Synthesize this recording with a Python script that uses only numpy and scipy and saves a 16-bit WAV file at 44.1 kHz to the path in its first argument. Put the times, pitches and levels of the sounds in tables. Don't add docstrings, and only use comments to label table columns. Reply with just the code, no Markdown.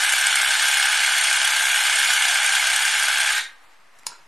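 import sys
import numpy as np
from scipy import signal
from scipy.fft import rfft, irfft, next_fast_len
from scipy.io import wavfile
from scipy.ndimage import uniform_filter1d

SR = 44100
rng = np.random.default_rng(int(sys.argv[2]) if len(sys.argv) > 2 else 0)


def boost(x):
    u = np.asarray(x, float) / 20
    return 10 ** u


def put_to_file(sound):
    columns = np.atleast_2d(sound).T
    safe = np.clip(columns, -1, 1)
    whole_steps = np.round(safe * 32767)
    wavfile.write(sys.argv[1], SR, whole_steps.astype(np.int16))


N = 188571
T = np.arange(N) / SR
SIZE = next_fast_len(N + SR)
HZ = np.maximum(np.arange(SIZE // 2 + 1) * SR / SIZE, 1)


def level(x, db=0):
    return x * boost(db) / np.sqrt(np.mean(x ** 2))


def colour(table, column=1):
    table = np.array(table)
    return boost(np.interp(np.log(HZ), np.log(table[:, 0]), table[:, column]))


def through(x, response):
    return irfft(rfft(x, SIZE) * response, SIZE)[..., :N]


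def mode(hz, width_hz):
    return 1j * HZ * width_hz / (hz ** 2 - HZ ** 2 + 1j * HZ * width_hz)


def walk(rate):
    hold = int(SR / rate)
    steps = np.repeat(rng.standard_normal(N // hold + 1), hold)
    return uniform_filter1d(uniform_filter1d(steps, hold), hold)[:N]


def grit(scatter_db):
    return level(rng.standard_normal(N) * boost(scatter_db * rng.exponential(size=N)))


def knock(turns, rise, fall, scatter_db, jitter):
    chance = rng.standard_normal((N // 500, 2))[np.floor(turns + 1).astype(int)]
    since = np.maximum(turns % 1 - .08 - jitter * chance[:, 0], 0)
    return boost(scatter_db * chance[:, 1]) * (1 - np.exp(-since / rise)) * np.exp(-since / fall)


def ring(s, db, hz, t60):
    since = np.maximum(T - s, 0)
    return boost(db) * np.sin(2 * np.pi * hz * since) * boost(-60 * since / t60)


CRANK_HZ, CRANK_START_TURNS = 33.7, -.21
# (middle [s], length [s], gain [turns])
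SURGES = [
    (.27, .15, .11),
    (.48, .15, -.09),
    (.76, .3, .29),
    (1.32, .15, .08),
    (1.76, .25, -.21),
    (2.58, .45, -.12),
    (2.98, .35, .15),
]


def crank():
    gained = 0
    for middle, length, turns in SURGES:
        done = np.clip((T - middle) / length + .5, 0, 1)
        gained = gained + turns * done * done * (3 - 2 * done)
    return CRANK_HZ * T + CRANK_START_TURNS + gained


GEAR_DB, JET_DB = -18.5, -23.5
LOADED_S, LOAD_DB, SAG_DB_PER_S = 1.92, 1, 1.36
JET_CHOKE_DB = -1
OFF_S, COAST_S, COAST_DB, STOP_DB_PER_S, STILL_S = 3.331, 0.057, 3.5, 278, 3.56


def effort():
    loaded = np.clip((T - LOADED_S) / 0.041, 0, 1)
    sag = SAG_DB_PER_S * np.clip(T - LOADED_S, 0, OFF_S - LOADED_S)
    coast = COAST_DB * np.clip((T - OFF_S) / COAST_S, 0, 1)
    stop = STOP_DB_PER_S * np.maximum(T - OFF_S - COAST_S, 0)
    halt = np.clip((STILL_S - T) / 0.037, 0, 1)
    drive = boost(LOAD_DB * loaded - sag - coast - stop) * halt
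    return drive * boost(GEAR_DB), drive * boost(JET_DB + JET_CHOKE_DB * loaded)


# (frequency [Hz], level [dB per Hz])
GEAR_COLOUR = [(120, -88), (200, -43.5), (402, -34.5), (558, -26), (638, -15), (834, -9), (1140, -13),
               (1610, -3), (1950, -8), (2260, -7), (2620, -6), (3330, -6), (3980, -9.5), (4750, -9),
               (7000, -8), (9100, -13.5), (15400, -120)]
# (frequency [Hz], push [dB], pull [dB])
STROKE_COLOUR = [(700, -3, 1), (1000, -1, -1), (1790, 7, -11), (2170, -13.5, 9.5), (2830, 4.5, 2),
                 (4900, 3, -31)]
CASING_HZ = [738, 836, 1034, 1242, 1340, 1405, 1500, 1587, 1630, 1720, 1847, 2055, 2169, 2265, 2341, 2430,
             2767, 2982, 3050, 3203, 3306, 3608, 3774, 4156, 4390]
# (width [Hz], level [dB])
CASING_MODES = [(28, -18), (42.3, 1), (27.86, -6), (28, 5.5), (28, -13), (30, 3), (35, 6.5), (23.6, 10.5),
                (30, -12), (27.778, 6.5), (25.2, 3), (30.6, 8.5), (30.4, 10), (24.6, 7.5), (24.9, 1),
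                (27.3, 6), (30, 1), (36, -3), (32.4, -3), (28, -20), (40, 4.5), (27.6, -5), (28, 5),
                (53, 2.5), (60, 0)]


def gears(turns):
    push = grit(1.3) * knock(turns + .22, rise=.06, fall=.14, scatter_db=1.6, jitter=.02)
    pull = grit(1.3) * knock(turns + .72, rise=.06, fall=.14, scatter_db=1.6, jitter=.02)
    ends = through(push, colour(STROKE_COLOUR)) + through(pull, colour(STROKE_COLOUR, column=2))
    rattle = grit(1.35) * boost(0.18 * walk(16)) + boost(5.5) * ends
    body = boost(1.5) + sum(boost(db) * mode(hz, width) for hz, (width, db) in zip(CASING_HZ, CASING_MODES))
    return level(through(rattle, colour(GEAR_COLOUR) * body))


# (frequency [Hz], width [Hz], level [dB])
SLAM_MODES = [(1587, 90, 0), (2280, 200, -12), (3200, 400, -14), (840, 120, -13)]


def slams(turns):
    blows = sum(knock(turns + at, rise=.0005, fall=.002, scatter_db=2.0, jitter=.02) for at in (.16, .66))
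    shell = sum(boost(db) * mode(hz, width) for hz, width, db in SLAM_MODES)
    shell = shell / (1 + (700 / HZ) ** 4)
    return level(through(blows, shell), -6.5)


def rumble():
    return level(through(rng.standard_normal(N), mode(45.7, 7.1) ** 2), -46.5)


# (frequency [Hz], level [dB per Hz])
JET_COLOUR = [(1760, -44.5), (3000, 8), (3150, -8.5), (3410, 5.5), (3950, -21), (4280, -5), (4690, -7.5),
              (5540, -15), (7080, -1.5), (7760, -10.5), (8720, 1), (11700, -6.5), (13000, -16)]
SPIT_HZ, SPIT_WIDTH_HZ = 8550, 1000


def jet(turns):
    flow = 0.5 + 1.2 * knock(turns + 0.16, rise=0.049, fall=1.0, scatter_db=0.0, jitter=0.076)
    spray = grit(2.43) * flow * boost(0.41 * walk(12.05))
    hiss = level(through(spray, colour(JET_COLOUR)))
    spit = grit(3.0) * knock(turns + .19, rise=.01, fall=.05, scatter_db=3.3, jitter=.03)
    whistle = level(through(spit, mode(SPIT_HZ, SPIT_WIDTH_HZ) ** 2), -7)
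    return hiss + whistle


# (frequency [Hz], width [Hz], level [dB])
UNLOAD_MODES = [(1850, 30, -33), (2100, 60, -37), (3800, 500, -31), (420, 250, -55)]
UNLOAD_S = (3.26, 3.33, 3.39, 3.54)


def unload():
    whine = sum(level(through(rng.standard_normal(N), mode(hz, width)), db) for hz, width, db in UNLOAD_MODES)
    return whine * np.interp(T, UNLOAD_S, (0, 1, 1, 0)) ** 2


# (time [s], peak level [dB], body share [0-1])
SWITCH = [
    (3.9885, -34, .01),
    (3.994, -38, .01),
    (4.0337, -41, .4),
    (4.054, -48, .5),
    (4.0657, -14, .02),
    (4.0677, -11, .15),
    (4.0697, -18, .08),
    (4.0715, -21, .05),
]
# (frequency [Hz], level [dB per Hz])
SNAP_COLOUR = [(350, -51), (600, -30), (1060, -4), (1530, -7.5), (2830, -5), (3260, -11), (5420, 1.5),
               (6260, -3), (7410, 4), (8020, -1), (9620, -1.5), (11900, -10), (13500, -24), (13800, -63)]
# (time [s], peak level [dB], frequency [Hz], t60 [s])
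TICK = (4.0337, -38, 2100, .005)


def switch():
    bursts = sum(boost(db) * (T > s) * np.exp(-np.abs(T - s) / .001) for s, db, _ in SWITCH)
    cracks = through(rng.standard_normal(N) * bursts, colour(SNAP_COLOUR))
    handle = sum(body * ring(s, db, 950, 0.032) for s, db, body in SWITCH)
    return cracks * boost(-8.5) / np.abs(cracks).max() + handle + ring(*TICK)


# (time [s], frequency [Hz], level [dB], t60 [s])
BOWL_HUM = [
    (3.402, 1238, -60, 2.2),
    (3.4, 2250, -61.5, 0.46),
]
# (time [s], peak level [dB], frequency [Hz], t60 [s])
DRIPS = [
    (4.1195, -36, 1380, 0.031),
    (4.132, -36, 1510, 0.015),
]


def bowl():
    hum = sum(ring(s, db, hz, t60) for s, hz, db, t60 in BOWL_HUM)
    return hum + sum(ring(*drip) for drip in DRIPS)


# (time [s], peak level [dB])
BUMPS = [
    (0.479, -44),
    (0.687, -53),
    (1.693, -54),
    (2.214, -51),
    (2.708, -51),
]


def bumps():
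    return sum(ring(s, db, hz=97, t60=0.062) for s, db in BUMPS)


ROOM_T60_S, TREBLE_T60_S = 0.45, 0.17
# (frequency [Hz], side minus mid [dB])
WIDTH = [(60, -7.5), (110, -10.5), (200, -23), (360, -12.5), (660, -21), (1190, -26.5), (2170, -21),
         (3950, -34), (7190, -17), (13100, -3.5)]


def room(x, wet_db):
    age = np.maximum(T - .004, 0)
    noise = rng.standard_normal((2, N))
    low = through(noise, 1 / (1 + (HZ / 4000) ** 2))
    tail = low * boost(-60 * age / ROOM_T60_S) + (noise - low) * boost(-60 * age / TREBLE_T60_S)
    mid, side = (through(x, rfft(level(v * (age > 0)) / np.sqrt(N), SIZE)) for v in tail)
    mid = x + boost(wet_db) * mid
    side = through(side, colour(WIDTH)) * boost(1.5)
    return np.array([mid + side, mid - side])


# (frequency [Hz], level [dB per Hz])
QUIET_COLOUR = [(18, -37), (30, 3), (43, -11), (121, -6.5), (218, -8), (235, -21), (267, -9.5), (381, -8),
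                (478, -8), (795, -1.5), (1260, 0), (1390, -3.5), (1930, -1.5), (3130, -9.5), (13000, -20)]


def quiet():
    mid, side = through(rng.standard_normal((2, N)), colour(QUIET_COLOUR)) * boost(0.86 * walk(24))
    return level(np.array([mid + 0.49 * side, mid - 0.36 * side]), -54.5)


# (frequency [Hz], rarity [spreads of chance])
PATCHES = [(60, 3), (85, -.6), (175, -.6), (230, 3), (3300, 2.6), (4400, .8), (7200, .4), (7650, 0),
           (8100, .8), (9600, .6), (10350, -.3), (10900, .5), (11850, -.3), (12200, .5), (12650, .5),
           (12850, -1.5), (13500, -3)]
# (frequency [Hz], exponent [1])
SPARSE = [(2500, 0), (5000, .7), (8000, 1.1), (13000, 1)]


def shimmer(x, hole_db):
    hz, _, cells = signal.stft(x, SR, nperseg=1024)
    field = rng.standard_normal(cells.shape[1:])
    field = uniform_filter1d(uniform_filter1d(field, size=5, axis=0), size=5, axis=1)
    power = (np.abs(cells) ** 2).sum(axis=(0, 1)) + 1e-18
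    sudden = 7 * np.maximum(np.log10(power / uniform_filter1d(power, size=15)), 0)
    rare = np.interp(hz, *np.transpose(PATCHES))[:, None] + sudden
    holes = np.clip(4 * (field / field.std() - rare), 0, 1)
    size = np.abs(cells).mean(axis=0) + 1e-12
    exponent = np.interp(hz, *np.transpose(SPARSE))[:, None]
    lines = (size / uniform_filter1d(size, size=9, axis=0)) ** exponent
    before = uniform_filter1d(size ** 2, size=9, axis=0)
    after = uniform_filter1d((size * lines) ** 2, size=9, axis=0)
    lines = lines * np.sqrt(before / after)
    return signal.istft(cells * lines * boost(-hole_db * holes), SR, nperseg=1024)[1][:, :N]


ROOM_DB, SWITCH_ROOM_DB = -14, -6.5


def scene():
    turns = crank()
    gear_gain, jet_gain = effort()
    machine = gear_gain * (gears(turns) + slams(turns) + rumble())
    flosser = boost(-2.0) * (machine + jet_gain * jet(turns))
    return room(flosser + unload(), ROOM_DB) + room(switch() + bowl(), SWITCH_ROOM_DB) + quiet()


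def top_cut(x):
    return signal.sosfilt(signal.butter(12, 13670, fs=SR, output="sos"), x)


def record(dry):
    phone = shimmer(np.tanh(dry), hole_db=45) + bumps()
    offset = -0.0027
    return top_cut(phone + offset)


dry = scene()
out = record(dry)
put_to_file(out)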